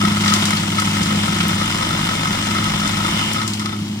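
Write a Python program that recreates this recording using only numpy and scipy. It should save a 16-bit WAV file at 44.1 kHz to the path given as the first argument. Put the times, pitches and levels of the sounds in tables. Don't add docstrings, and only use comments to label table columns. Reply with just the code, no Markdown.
import sys
import numpy as np
from scipy import signal
from scipy.fft import rfft, irfft
from scipy.io import wavfile

SR = 44100
rng = np.random.default_rng(int(sys.argv[2]) if len(sys.argv) > 2 else 0)


def materialize(psi):
    bounded = np.clip(np.atleast_2d(psi).T, -1, 1)
    quanta = np.round(bounded * 32767).astype(np.int16)
    wavfile.write(sys.argv[1], SR, quanta)


N = 176400

# (time [s], firing rate [Hz], level swing [dB])
ENGINE_RUN = [(0, 101.8, 4.5), (.4, 102.6, 3), (.65, 102.4, -0.5), (1.1, 102.6, 2.5), (2.1, 103.3, -5),
              (2.6, 103.3, -0.5), (3.08, 102.7, -2), (3.25, 106.2, -2), (4, 103.5, -1.5)]
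# (multiple of firing rate [1], level [dB], share of level swing [1])
ENGINE_ORDERS = [(1, -29.5, 0.58), (2, -26, 1.55), (3, -40, 0), (10 / 3, -42, 0.27)]
# (frequency [Hz], relative density [dB])
EXHAUST_SPECTRUM = [(20, -47), (60, -18.5), (90, -5), (220, -1), (280, -5.5), (345, -13.5), (410, -15.5),
                    (900, -18.5), (1300, -21.5), (1700, -42), (3300, -20), (5300, -23.5), (16000, -43)]
# (time [s], rotation [turns/s], thump gain [dB], knock gain [dB], rattle gain [dB])
SHAKER_RUN = [(0, 14.5, 8.5, -6.5, 0.5), (.22, 14.8, 5, 2, 2), (.32, 16.05, 7.5, 1, 4),
              (.45, 17.8, 0, 0.5, 4), (.66, 21.8, 0.5, -4.5, 0.5), (.82, 20.2, 1, -3, 2),
              (1.25, 23.2, 4.5, 0, 2), (1.65, 24, 0.5, 0.5, 1), (3.04, 26.6, -1, -0.5, 0.5),
              (3.2, 20.7, 5.5, 1, 1.5), (3.42, 16.6, -2.5, -5.5, -2.5), (3.56, 16, -32, -23, -5),
              (3.72, 12.9, 1, -1.5, -10), (3.8, 12.6, -26, -38, -10), (4, 11, -18, -38, -12)]
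# (frequency [Hz], bandwidth [Hz], gain [dB])
STEEL_MODES = [(1022, 53, 3.5), (1283, 47, 15), (1413, 39, 2), (1902, 67, 0.5), (2107, 108, 1.5),
               (3528, 41, 10), (4052, 63, 3), (5036, 33, 2), (5400, 120, -0.5), (9570, 145, -7)]
# (frequency [Hz], relative density [dB])
CLATTER_SPECTRUM = [(100, -50.5), (380, -14), (530, 2.5), (950, -4), (1650, -4.5), (2100, -14.5),
                    (2600, -8), (3200, -7.5), (4400, -10.5), (9000, -45)]
# (frequency [Hz], relative density [dB])
TRUNK_SPECTRUM = [(25, -33), (75, -9), (120, -21), (148, -1), (171, 6), (190, -5), (260, -10), (340, -10),
                  (420, -23), (750, -20), (1200, -63)]
# (frequency [Hz], relative density [dB])
TWIG_SPECTRUM = [(200, -23), (900, 2), (2000, -3.5), (3000, 3), (4500, -3.5), (5500, -3), (8200, -5.5),
                 (12000, -18), (16000, -26)]
# (time [s], relative level [dB])
CLANK_BLOWS = [(0.012, 1), (0.049, 1), (0.079, -0.5), (0.115, -2), (0.259, 3.5), (0.282, 2), (0.32, 2),
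               (0.35, -1.5), (0.504, 0), (0.529, -3), (.781, 3), (.820, -3), (.966, -6), (1.4031, -0.5),
               (1.611, -2.5), (1.81, -6), (2.254, -1.5), (2.555, -4.5), (2.653, -4), (2.849, -5),
               (3.047, -2), (3.358, -1.5), (3.382, -3), (3.415, 0), (3.597, -5.5), (3.62, -9.5),
               (3.658, -4.5), (3.731, -8.5)]
# (time [s], relative level [dB], band centre [Hz])
TWIG_SNAPS = [(0.279, -3.5, 4160), (0.298, -5, 3800), (0.338, 3.5, 4900), (0.454, -0.5, 5200),
              (0.507, -11, 6500), (0.556, -16, 7440), (0.57, -4.5, 3540), (0.799, -6, 6500),
              (1.030, -3.5, 4970), (1.267, -12, 6500), (1.404, -2, 3070), (1.482, -10, 8170),
              (2.876, -7.5, 5500), (3.332, -8.5, 7140), (3.415, -17, 4220), (3.477, -3.5, 5370),
              (3.535, -8.5, 5000), (3.595, -7, 4940), (3.657, -11.5, 3760)]
# (time [s], relative level [dB])
TRUNK_JOLTS = [(1.399, -14), (1.538, -11.5), (3.219, -20), (3.816, -13.5)]
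# (frequency [Hz], coherence [1])
COHERENCE = [(120, .994), (350, .96), (1300, .95), (1900, .65), (2800, .74), (3800, .3), (5400, .45),
             (7500, .15)]
# (frequency [Hz], phase [rad])
LEFT_LEAD = [(340, 0), (440, 2.3), (740, 2.6), (880, .2), (1020, 1.6), (1400, 1.6), (1850, 7), (2200, 7.1),
             (2550, 8.6), (2950, 9.3), (4400, 10.3), (5400, 12.6), (6700, 15.7), (16000, 36)]
# (frequency [Hz], level [dB])
LEFT_EXCESS = [(200, 0), (520, 0), (660, 20.5), (790, 17.5), (950, 2.5), (1280, 6.5), (1500, -5.5),
               (1700, 5), (2100, -4.5), (2400, 4.5), (3100, -3.5), (3550, 10), (4900, 4), (8700, 13.5),
               (15000, -1.5)]

ORCHARD_DB, ORCHARD_DECAY_S = -5, 0.031
EDGE_HZ = 15850


def amp(db):
    return 10 ** (np.asarray(db) / 20)


def unit_rms(x):
    return x / np.sqrt(np.mean(x ** 2) + 1e-20)


def over_time(table, column):
    rows = np.array(table)
    return np.interp(np.arange(N) / SR, rows[:, 0], rows[:, column])


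def over_frequency(table, hz):
    frequencies, values = np.transpose(table)
    return np.interp(np.log(hz + 1), np.log(frequencies + 1), values)


def noise():
    return rng.standard_normal((2, N))


def colour(x, spectrum, size=4096):
    log_gain = np.log(amp(over_frequency(spectrum, abs(np.fft.fftfreq(size, 1 / SR)))))
    taps = np.fft.ifft(np.exp(np.conj(signal.hilbert(log_gain)))).real
    return signal.oaconvolve(x, taps[None, :size // 2], axes=1)[:, :N]


def drift(rate_hz):
    hz = np.fft.rfftfreq(N, 1 / SR)
    return unit_rms(irfft(rfft(rng.standard_normal(N)) * np.exp(-(hz / rate_hz) ** 2), N))


def add(mix, start_s, sound):
    part = mix[..., round(start_s * SR):][..., :sound.shape[-1]]
    part += sound[..., :part.shape[-1]]


def blows(times, db, decay_s):
    hits = np.zeros(N)
    np.add.at(hits, np.clip(np.asarray(times) * SR, 0, N - 1).astype(int), amp(db))
    return signal.lfilter([1], [1, -np.exp(-1 / (decay_s * SR))], hits)


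def struck(events, hz, decay_s):
    t = np.arange(SR // 2) / SR
    mode = np.sin(2 * np.pi * hz * t) * np.exp(-t / decay_s) * np.minimum(2 * hz * t, 1)
    out = np.zeros(N)
    for start_s, db in events:
        add(out, start_s, amp(db) * mode)
    return out


def engine():
    waver_hz, waver_db = 0.693, 1.29
    firings = np.cumsum(over_time(ENGINE_RUN, 1) + waver_hz * drift(rate_hz=8.6)) / SR
    swing_db = over_time(ENGINE_RUN, 2)
    tones = np.zeros(N)
    for order, db, share in ENGINE_ORDERS:
        gain = amp(db + share * (swing_db + waver_db * drift(rate_hz=51)))
        tones += gain * np.sin(2 * np.pi * (order * firings + rng.random()))
    exhaust = amp(-30) * unit_rms(colour(noise(), EXHAUST_SPECTRUM))
    return np.sqrt(2) * tones + exhaust


def echoed(envelope):
    pole = np.exp(-1 / (ORCHARD_DECAY_S * SR))
    tail_power = amp(ORCHARD_DB) ** 2 * signal.lfilter([1 - pole], [1, -pole], envelope ** 2)
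    return np.sqrt(envelope ** 2 + tail_power + 1e-20)


def steel(contact, clatter_db):
    drive = echoed(contact)
    out = amp(clatter_db) * colour(drive * noise(), CLATTER_SPECTRUM)
    for hz, width_hz, db in STEEL_MODES:
        radius = np.exp(-np.pi * width_hz / SR)
        feedback = [1, -2 * radius * np.cos(2 * np.pi * hz / SR), radius ** 2]
        out += amp(db) * signal.lfilter([1 - radius, 0, radius - 1], feedback, drive * noise())
    return unit_rms(out) * np.sqrt(np.mean(drive ** 2))


def clamp(turns):
    jitter_s, scatter_db, backstroke_db = 0.002, 1.2, -3.5
    beat_hz, beat_knock_db, beat_thump_db = 8.5, 1.4, 0.5
    strokes = np.flatnonzero(np.diff(np.floor(2 * turns)))
    lateness, force = rng.standard_normal((len(strokes), 2)).T
    times = strokes / SR + jitter_s * lateness
    db = scatter_db * force + backstroke_db * (np.arange(len(strokes)) % 2)
    beat = np.sin(2 * np.pi * np.cumsum(beat_hz + drift(rate_hz=6.8)) / SR)[strokes]
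    knocks = unit_rms(blows(times, db + beat_knock_db * beat, decay_s=0.0065))
    ring = steel(knocks * amp(-25 + over_time(SHAKER_RUN, 3)), clatter_db=1)
    shoves = blows(times, db + beat_thump_db * beat, decay_s=0.0088)
    thump = unit_rms(colour(shoves * noise(), TRUNK_SPECTRUM))
    return ring + thump * amp(-28 + over_time(SHAKER_RUN, 2))


def sway(turns):
    reference_hz = 24.5
    motion = np.sin(2 * np.pi * turns) + np.sin(4 * np.pi * turns)
    return motion * amp(-41.5) * (over_time(SHAKER_RUN, 1) / reference_hz) ** 3


def ticks():
    per_s, spread_db, decay_s = 2000, 3.5, 0.0033
    sizes = amp(spread_db * np.minimum(rng.exponential(1, N), 5))
    impacts = sizes * (rng.random(N) < per_s / SR)
    energy = signal.lfilter([1], [1, -np.exp(-2 / (decay_s * SR))], impacts ** 2)
    return unit_rms(np.sqrt(energy))


def branches(turns, bands=4, pulse_depth=0.022):
    octave = np.log2(np.fft.rfftfreq(N, 1 / SR) + 1)
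    spectrum = rfft(unit_rms(colour(noise(), TWIG_SPECTRUM)))
    common_ticks = ticks()
    rattle = np.zeros((2, N))
    for k in range(bands):
        comb = np.maximum(np.cos(np.pi * (octave - 2 * k / bands)), 0) ** 2
        rattle += irfft(spectrum * comb, N) * np.hypot(ticks(), common_ticks)
    surge = 1 + pulse_depth * np.cos(4 * np.pi * turns)
    return unit_rms(rattle) * surge * amp(-24 + over_time(SHAKER_RUN, 4))


def clanks():
    strongest_hz, _, _ = max(STEEL_MODES, key=lambda mode: mode[-1])
    times, db = np.transpose(CLANK_BLOWS)
    contact = steel(blows(times, db, decay_s=0.0078), clatter_db=-5.5)
    ring = amp(-3) * struck(CLANK_BLOWS, strongest_hz, decay_s=0.024)
    return amp(-14) * (contact + ring)


def snaps():
    band_ratio, decay_s = 1.53, 0.005
    t = np.arange(SR // 10) / SR
    echo = amp(-10) * np.exp(-t / ORCHARD_DECAY_S)
    splinters = ticks()
    out = np.zeros((2, N))
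    for start_s, db, hz in TWIG_SNAPS:
        band = signal.butter(2, [hz / band_ratio, min(hz * band_ratio, EDGE_HZ)], "bandpass", fs=SR)
        crack = unit_rms(signal.lfilter(*band, rng.standard_normal((2, len(t)))))
        fracture = np.exp(-t / decay_s) * unit_rms(splinters[round(start_s * SR):][:len(t)])
        add(out, start_s, amp(db - 10.5) * crack * np.hypot(fracture, echo))
    return out


def jolts():
    return struck(TRUNK_JOLTS, hz=178, decay_s=0.014)


def hydraulics():
    centre_hz, width_hz, peak_s, spread_s = 2920, 710, 3.23, 0.098
    hz = np.fft.rfftfreq(N, 1 / SR)
    hiss = irfft(rfft(noise()) / (1 + (2 * (hz - centre_hz) / width_hz) ** 2), N)
    swell = np.exp(-0.5 * ((np.arange(N) / SR - peak_s) / spread_s) ** 2)
    return amp(-26.5) * unit_rms(hiss) * swell


def scene():
    turns = np.cumsum(over_time(SHAKER_RUN, 1)) / SR
    shaking = engine() + clamp(turns) + sway(turns) + branches(turns)
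    left, diffuse = shaking + clanks() + snaps() + jolts() + hydraulics()
    hz = np.fft.rfftfreq(2 * N, 1 / SR)
    coherence = np.clip(over_frequency(COHERENCE, hz), 0, 1)
    right = coherence * rfft(left, 2 * N) - 1j * np.sqrt(1 - coherence ** 2) * rfft(diffuse, 2 * N)
    right *= amp(-over_frequency(LEFT_EXCESS, hz)) * np.exp(-1j * over_frequency(LEFT_LEAD, hz))
    return np.array([left, irfft(right, 2 * N)[:N]])


def record(dry):
    taps = signal.firwin(511, EDGE_HZ, window=("kaiser", 9), fs=SR)
    return signal.oaconvolve(dry, taps[None], "same")


dry = scene()
out = record(dry)
materialize(out)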